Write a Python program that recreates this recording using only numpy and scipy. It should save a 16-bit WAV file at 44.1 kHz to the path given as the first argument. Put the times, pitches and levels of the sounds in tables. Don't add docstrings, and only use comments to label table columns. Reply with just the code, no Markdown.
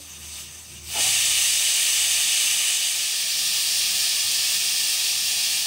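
import sys
import numpy as np
from scipy import signal
from scipy.fft import rfft, irfft, next_fast_len
from scipy.io import wavfile
from scipy.ndimage import uniform_filter1d, map_coordinates

SR = 44100
rng = np.random.default_rng(int(sys.argv[2]) if len(sys.argv) > 2 else 0)


def store_wav(level_fs):
    pcm = np.round(np.clip(np.atleast_2d(level_fs), -1, 1) * 32767)
    wavfile.write(sys.argv[1], SR, pcm.T.astype(np.int16))


def natural_amplitude(level_db):
    exponent = np.asarray(level_db, float) / 20
    return 10 ** exponent


N = 249826
CLOCK = np.arange(N) / SR

# start/s, end/s
DISSOLVE = (2.59, 3.56)
# t/s, low tone level/dB, high tone re low/dB, half length/s
SWELLS = [(.31, -47.5, -17, 0.35), (.85, -46.5, -12, 0.14), (1.03, -65, 10, 0.12),
          (1.313, -51.5, -2.5, 0.2), (1.56, -61, -0.5, 0.092), (1.842, -66, -11, .12),
          (2.05, -57, -8, 0.11), (2.218, -56, -8, 0.061), (3.919, -64, -3, 0.28), (4.5, -60, -5, 0.11),
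          (5.22, -69, 8, 0.13)]


def unit(x):
    return x / np.sqrt(np.mean(x ** 2) + 1e-20)


def along(points, hz):
    f, db = np.transpose(points)
    return np.interp(np.log(hz + 1), np.log(f + 1), db)


def wobble(rate):
    knots = rng.standard_normal(int(N * rate / SR) + 4)
    return map_coordinates(knots, [CLOCK * rate])


def bump(s, half_s):
    return np.exp(-((CLOCK - s) / half_s) ** 2)


def filtered(x, response):
    m = next_fast_len(N + SR // 2)
    return irfft(rfft(x, m) * response(np.fft.rfftfreq(m, 1 / SR)), m)[..., :N]


def shaped_noise(response):
    return unit(filtered(rng.standard_normal(N), response))


def above(x, corner_hz):
    return filtered(x, lambda hz: 1 / (1 + (corner_hz / (hz + 1)) ** 10))


def dissolve():
    start, end = DISSOLVE
    return np.clip((CLOCK - start) / (end - start), 0, 1)


def resonances(modes, hz):
    power = 0
    for centre, width, db in modes:
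        damping = (hz * width) ** 2
        power = power + natural_amplitude(2 * db) * damping / ((centre * centre - hz * hz) ** 2 + damping + 1)
    return power


def turbulence(patchy_db):
    z = signal.stft(rng.standard_normal(N), nperseg=512)[2]
    field = uniform_filter1d(rng.standard_normal(z.shape), size=20, axis=0)
    field = uniform_filter1d(field, size=10, axis=1)
    return signal.istft(z * natural_amplitude(patchy_db * unit(field)), nperseg=512)[1][:N]


def kitchen(dips, wet_db, t60):
    t = CLOCK[:SR // 2]
    hz = np.fft.rfftfreq(len(t), 1 / SR)
    tail = rng.standard_normal(len(t)) * natural_amplitude(-60 * t / t60)
    power = np.abs(1 + rfft(natural_amplitude(wet_db) * tail / np.linalg.norm(tail))) ** 2
    ripple = np.sqrt(power / uniform_filter1d(power, size=70))
    cut = natural_amplitude(sum(db * np.exp(-((hz - centre) / width) ** 2) for centre, width, db in dips))
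    return lambda f: np.interp(f, hz, ripple * cut)


def hiss(spectrum, modes, walls, patchy_db, low_hz):
    def response(hz):
        colour = np.sqrt(natural_amplitude(2 * along(spectrum, hz)) + resonances(modes, hz))
        return colour / (1 + (low_hz / (hz + 1)) ** 4) * walls(hz)
    return unit(filtered(turbulence(patchy_db), response))


def steam():
    # f/Hz, level/dB per Hz
    leak_colour = [(300, -9.8), (980, -22.0), (1450, -20.5), (2030, -15.7), (2350, -7.0), (4050, -11.4),
                   (5500, -8.3), (6900, -7.9), (9350, -8.9), (9900, -16.1), (12000, -17.3), (14400, -16.1),
                   (15300, -17.7), (15740, -15.5)]
    first_colour = [(300, -31.0), (980, -31.7), (1450, -31.5), (2030, -16.2), (2350, -4.8), (4050, -7.3),
                    (5500, -8.4), (6900, -7.3), (9350, -6.9), (9900, -12.0), (12000, -19.1), (14400, -17.9),
                    (15300, -18.4), (15740, -13.9)]
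    second_colour = [(300, -25.6), (980, -28.5), (1450, -32.0), (2030, -19.6), (2350, -5.8), (4050, -3.5),
                     (5500, -1.7), (6900, -7.0), (9350, -8.9), (9900, -11.9), (12000, -15.5),
                     (14400, -14.5), (15300, -11.8), (15740, -11.6)]
    # f/Hz, width/Hz, level/dB
    leak_modes = [(750, 140, -13.7), (1000, 90, -13.7), (1210, 90, -13.4), (1820, 100, -10.2),
                  (2840, 260, -5.3), (3670, 300, -5.8), (4670, 500, -7.8), (6170, 350, -0.4),
                  (7950, 260, -4.2), (8660, 500, -5.4), (9550, 180, -8.7), (10690, 90, -20.0),
                  (14090, 500, -16.9)]
    first_modes = [(750, 230, -18.6), (1190, 110, -18.3), (1830, 110, -9.1), (2930, 250, -0.5),
                   (3630, 280, -3.6), (4600, 360, -6.5), (5070, 300, -9.1), (6250, 500, -2.6),
                   (7170, 100, -8.3), (7910, 330, -2.6), (8660, 500, -5.7), (9220, 500, -8.2),
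                   (11120, 500, -16.1), (12490, 290, -20.1), (13850, 370, -18.0)]
    second_modes = [(750, 170, -18.1), (1200, 130, -18.9), (1800, 110, -8.8), (2800, 110, -4.4),
                    (3290, 180, -4.5), (3830, 90, -17.2), (4590, 310, -3.8), (4930, 190, -4.5),
                    (5740, 90, -15.0), (6920, 160, -10.5), (8060, 500, -10.7), (8770, 290, -3.0),
                    (9570, 180, -8.5), (12280, 170, -15.8), (13240, 140, -16.8)]
    # f/Hz, width/Hz, depth/dB
    dips_here = [(980, 80, -3), (1450, 90, -2), (4070, 130, -3), (5400, 150, -1.5), (6900, 130, -1.5),
                 (7380, 110, -2.5), (9850, 150, -1.5)]
    dips_there = [(970, 80, -2.5), (1400, 80, -2.5), (3020, 90, -2), (4050, 150, -1), (10150, 200, -1.5),
                  (11900, 150, -1.5), (12750, 170, -2), (13550, 150, -2)]
    # t/s, extra level/dB, half length/s
    spurts = [
        (.03, 1, 0.039),
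        (.25, 1.8, 0.072),
        (.38, 5, 0.072),
        (0.54, 2, 0.031),
        (.81, -2, .03),
    ]
    shut_db, open_db = -36, -24
    lift_s, rise_s = 0.82, 0.19
    leak_db, blow_db, again_db = -41, -20, -21.5
    sag_db_per_s = 0.5

    rise = np.clip((CLOCK - lift_s) / rise_s, 0, 1)
    seep_db = leak_db + sum(db * bump(s, half_s) for s, db, half_s in spurts)
    sag_db = sag_db_per_s * np.maximum(CLOCK - lift_s - rise_s, 0)
    level_db = seep_db + rise * (blow_db - seep_db) - sag_db
    second_db = again_db - sag_db_per_s * (CLOCK - DISSOLVE[1])
    lift = np.clip((level_db - shut_db) / (open_db - shut_db), 0, 1) * (CLOCK > lift_s)
    lift = np.maximum.accumulate(lift)

    here = kitchen(dips_here, wet_db=-7.5, t60=0.11)
    there = kitchen(dips_there, wet_db=-7.0, t60=0.27)
    leak = hiss(leak_colour, leak_modes, here, patchy_db=1.85, low_hz=595)
    first = hiss(first_colour, first_modes, here, patchy_db=0.43, low_hz=273)
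    second = hiss(second_colour, second_modes, there, patchy_db=0.28, low_hz=260)
    later = dissolve()
    opening = np.sqrt(1 - lift) * leak + np.sqrt(lift) * first
    jet = (1 - later) * natural_amplitude(level_db) * opening + later * natural_amplitude(second_db) * second

    flutter_db = 0.067 * wobble(18) + 0.23 * wobble(45)
    flutter_db = flutter_db * (1 + 8 * lift * (1 - lift) + 1.1 * (1 - lift)) + 0.33 * wobble(16)
    half_open = np.sin(np.pi * rise)
    drift_db = 0.27
    dull_db = drift_db * wobble(17) - 3.5 * half_open
    jet = jet + (natural_amplitude(dull_db) - 1) * above(jet, corner_hz=5070)
    sizzle_db = drift_db * wobble(9.1) + 4.5 * half_open
    jet = jet + (natural_amplitude(sizzle_db) - 1) * above(jet, corner_hz=10000)
    return natural_amplitude(flutter_db) * jet


def puff():
    # t/s, level/dB
    breath_levels = [(.9, -68), (.935, -55), (.96, -37.5), (1.0, -36.5), (1.035, -47), (1.065, -41.5),
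                     (1.14, -59), (1.3, -56)]
    # f/Hz, width/Hz, level/dB
    cavity = [(790, 130, 0), (660, 110, -4), (440, 60, -10), (1300, 250, -11), (340, 120, -12),
              (200, 80, -11)]
    breath = shaped_noise(lambda hz: resonances(cavity, hz) ** 0.73)
    s, db = np.transpose(breath_levels)
    start, end = s[0], s[-1]
    gate = np.interp(CLOCK, [start - .02, start, end - .15, end], [0, 1, 1, 0])
    return gate * natural_amplitude(np.interp(CLOCK, s, db) + 3.5) * breath


def weight_drop():
    # t/s, f/Hz, width/Hz, level/dB
    fall = (5.652, 900, 200, -41)
    s, centre_hz, width_hz, db = fall
    thud = shaped_noise(lambda hz: resonances([(centre_hz, width_hz, 0)], hz))
    return natural_amplitude(db) * np.clip((CLOCK - s) / 0.0064, 0, 1) * thud


def flame():
    # f/Hz, level/dB per Hz
    rumble = [(15, -62), (25, -32), (45, -9), (65, 0.5), (157, -1), (189, 1.5), (230, -7.5), (339, -4),
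              (377, -21), (460, -11), (600, -14), (780, -37), (1320, -120)]
    # t/s, extra level/dB, half length/s
    draught = [
        (1.044, 11.5, 0.11),
        (1.27, 8.5, 0.062),
    ]
    here_db, there_db, flicker_db = -59.5, -56.5, 0.9
    later = dissolve()
    burn = np.hypot((1 - later) * natural_amplitude(here_db), later * natural_amplitude(there_db))
    fanned_db = flicker_db * wobble(7) + sum(db * bump(s, half_s) for s, db, half_s in draught)
    roar = unit(filtered(turbulence(patchy_db=1.2), lambda hz: natural_amplitude(along(rumble, hz))))
    return burn * natural_amplitude(fanned_db) * roar


def pot_ring():
    # f/Hz, level/dB, t60/s
    pot_modes = [(289, -51, 0.41), (547, -49, 0.11)]
    return sum(natural_amplitude(db - 60 * CLOCK / t60) * np.sin(2 * np.pi * hz * CLOCK) for hz, db, t60 in pot_modes)


def low_hum():
    tone_hz = (77, 110.4)
    # f/Hz, width/Hz, level/dB
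    fuzzy_lines = [(190, 13, 5.5), (225, 6.7, 7), (355.5, 26, 5), (139, 8.8, 9)]
    rest_db = -73
    low = natural_amplitude(rest_db) + sum(natural_amplitude(db) * bump(s, half_s) for s, db, _, half_s in SWELLS)
    high = natural_amplitude(rest_db) + sum(natural_amplitude(db + re_low_db) * bump(s, half_s) for s, db, re_low_db, half_s in SWELLS)
    tones = [np.sin(2 * np.pi * hz * CLOCK + .8 * wobble(6)) for hz in tone_hz]
    fuzz = shaped_noise(lambda hz: resonances(fuzzy_lines, hz) ** 0.79)
    hum = natural_amplitude(1.0 + 0.9 * wobble(11)) * low * tones[0]
    hum = hum + natural_amplitude(-0.5 + 2.7 * wobble(10)) * high * tones[1]
    return hum + natural_amplitude(-9) * low * fuzz


def room_air():
    # f/Hz, level/dB per Hz
    murmur = [(250, -30), (400, -3), (700, -5), (1200, -6), (1600, -8), (2200, -30), (4000, -120)]
    air = unit(filtered(turbulence(patchy_db=0.0), lambda hz: natural_amplitude(along(murmur, hz))))
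    return natural_amplitude(-61) * air


def scene():
    cooker = steam() + puff() + weight_drop()
    background = flame() + pot_ring() + low_hum() + room_air()
    return np.tile(cooker + background, (2, 1))


def side_bursts():
    # t/s, low edge f/Hz, high edge f/Hz, side level/dB
    side_bands = [(.104, 7600, 9000, -50), (1.288, 13100, 14600, -42.5), (3.308, 6230, 8300, -34.5),
                  (3.54, 6900, 8300, -32), (4.213, 4280, 7500, -28), (4.214, 11800, 13100, -42),
                  (4.562, 7600, 8960, -33), (4.562, 12500, 13800, -44), (4.864, 13100, 15700, -41)]
    side = np.zeros(N)
    for s, low_hz, high_hz, db in side_bands:
        band = shaped_noise(lambda hz: (hz > low_hz) & (hz < high_hz))
        window = np.cos(np.pi / 2 * np.clip((CLOCK - s) / .021, -1, 1)) ** 1.5
        side += natural_amplitude(db) * window * band
    return np.array([side, -side])


def roll_off(x):
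    return signal.sosfilt(signal.butter(12, 16830, fs=SR, output="sos"), x)


def record(dry):
    top_hz, bass_hz = 15750, 38
    mix = filtered(dry + side_bursts(), lambda hz: (hz < top_hz) / (1 + (bass_hz / (hz + 1)) ** 4))
    return roll_off(mix)


dry = scene()
out = record(dry)
store_wav(out)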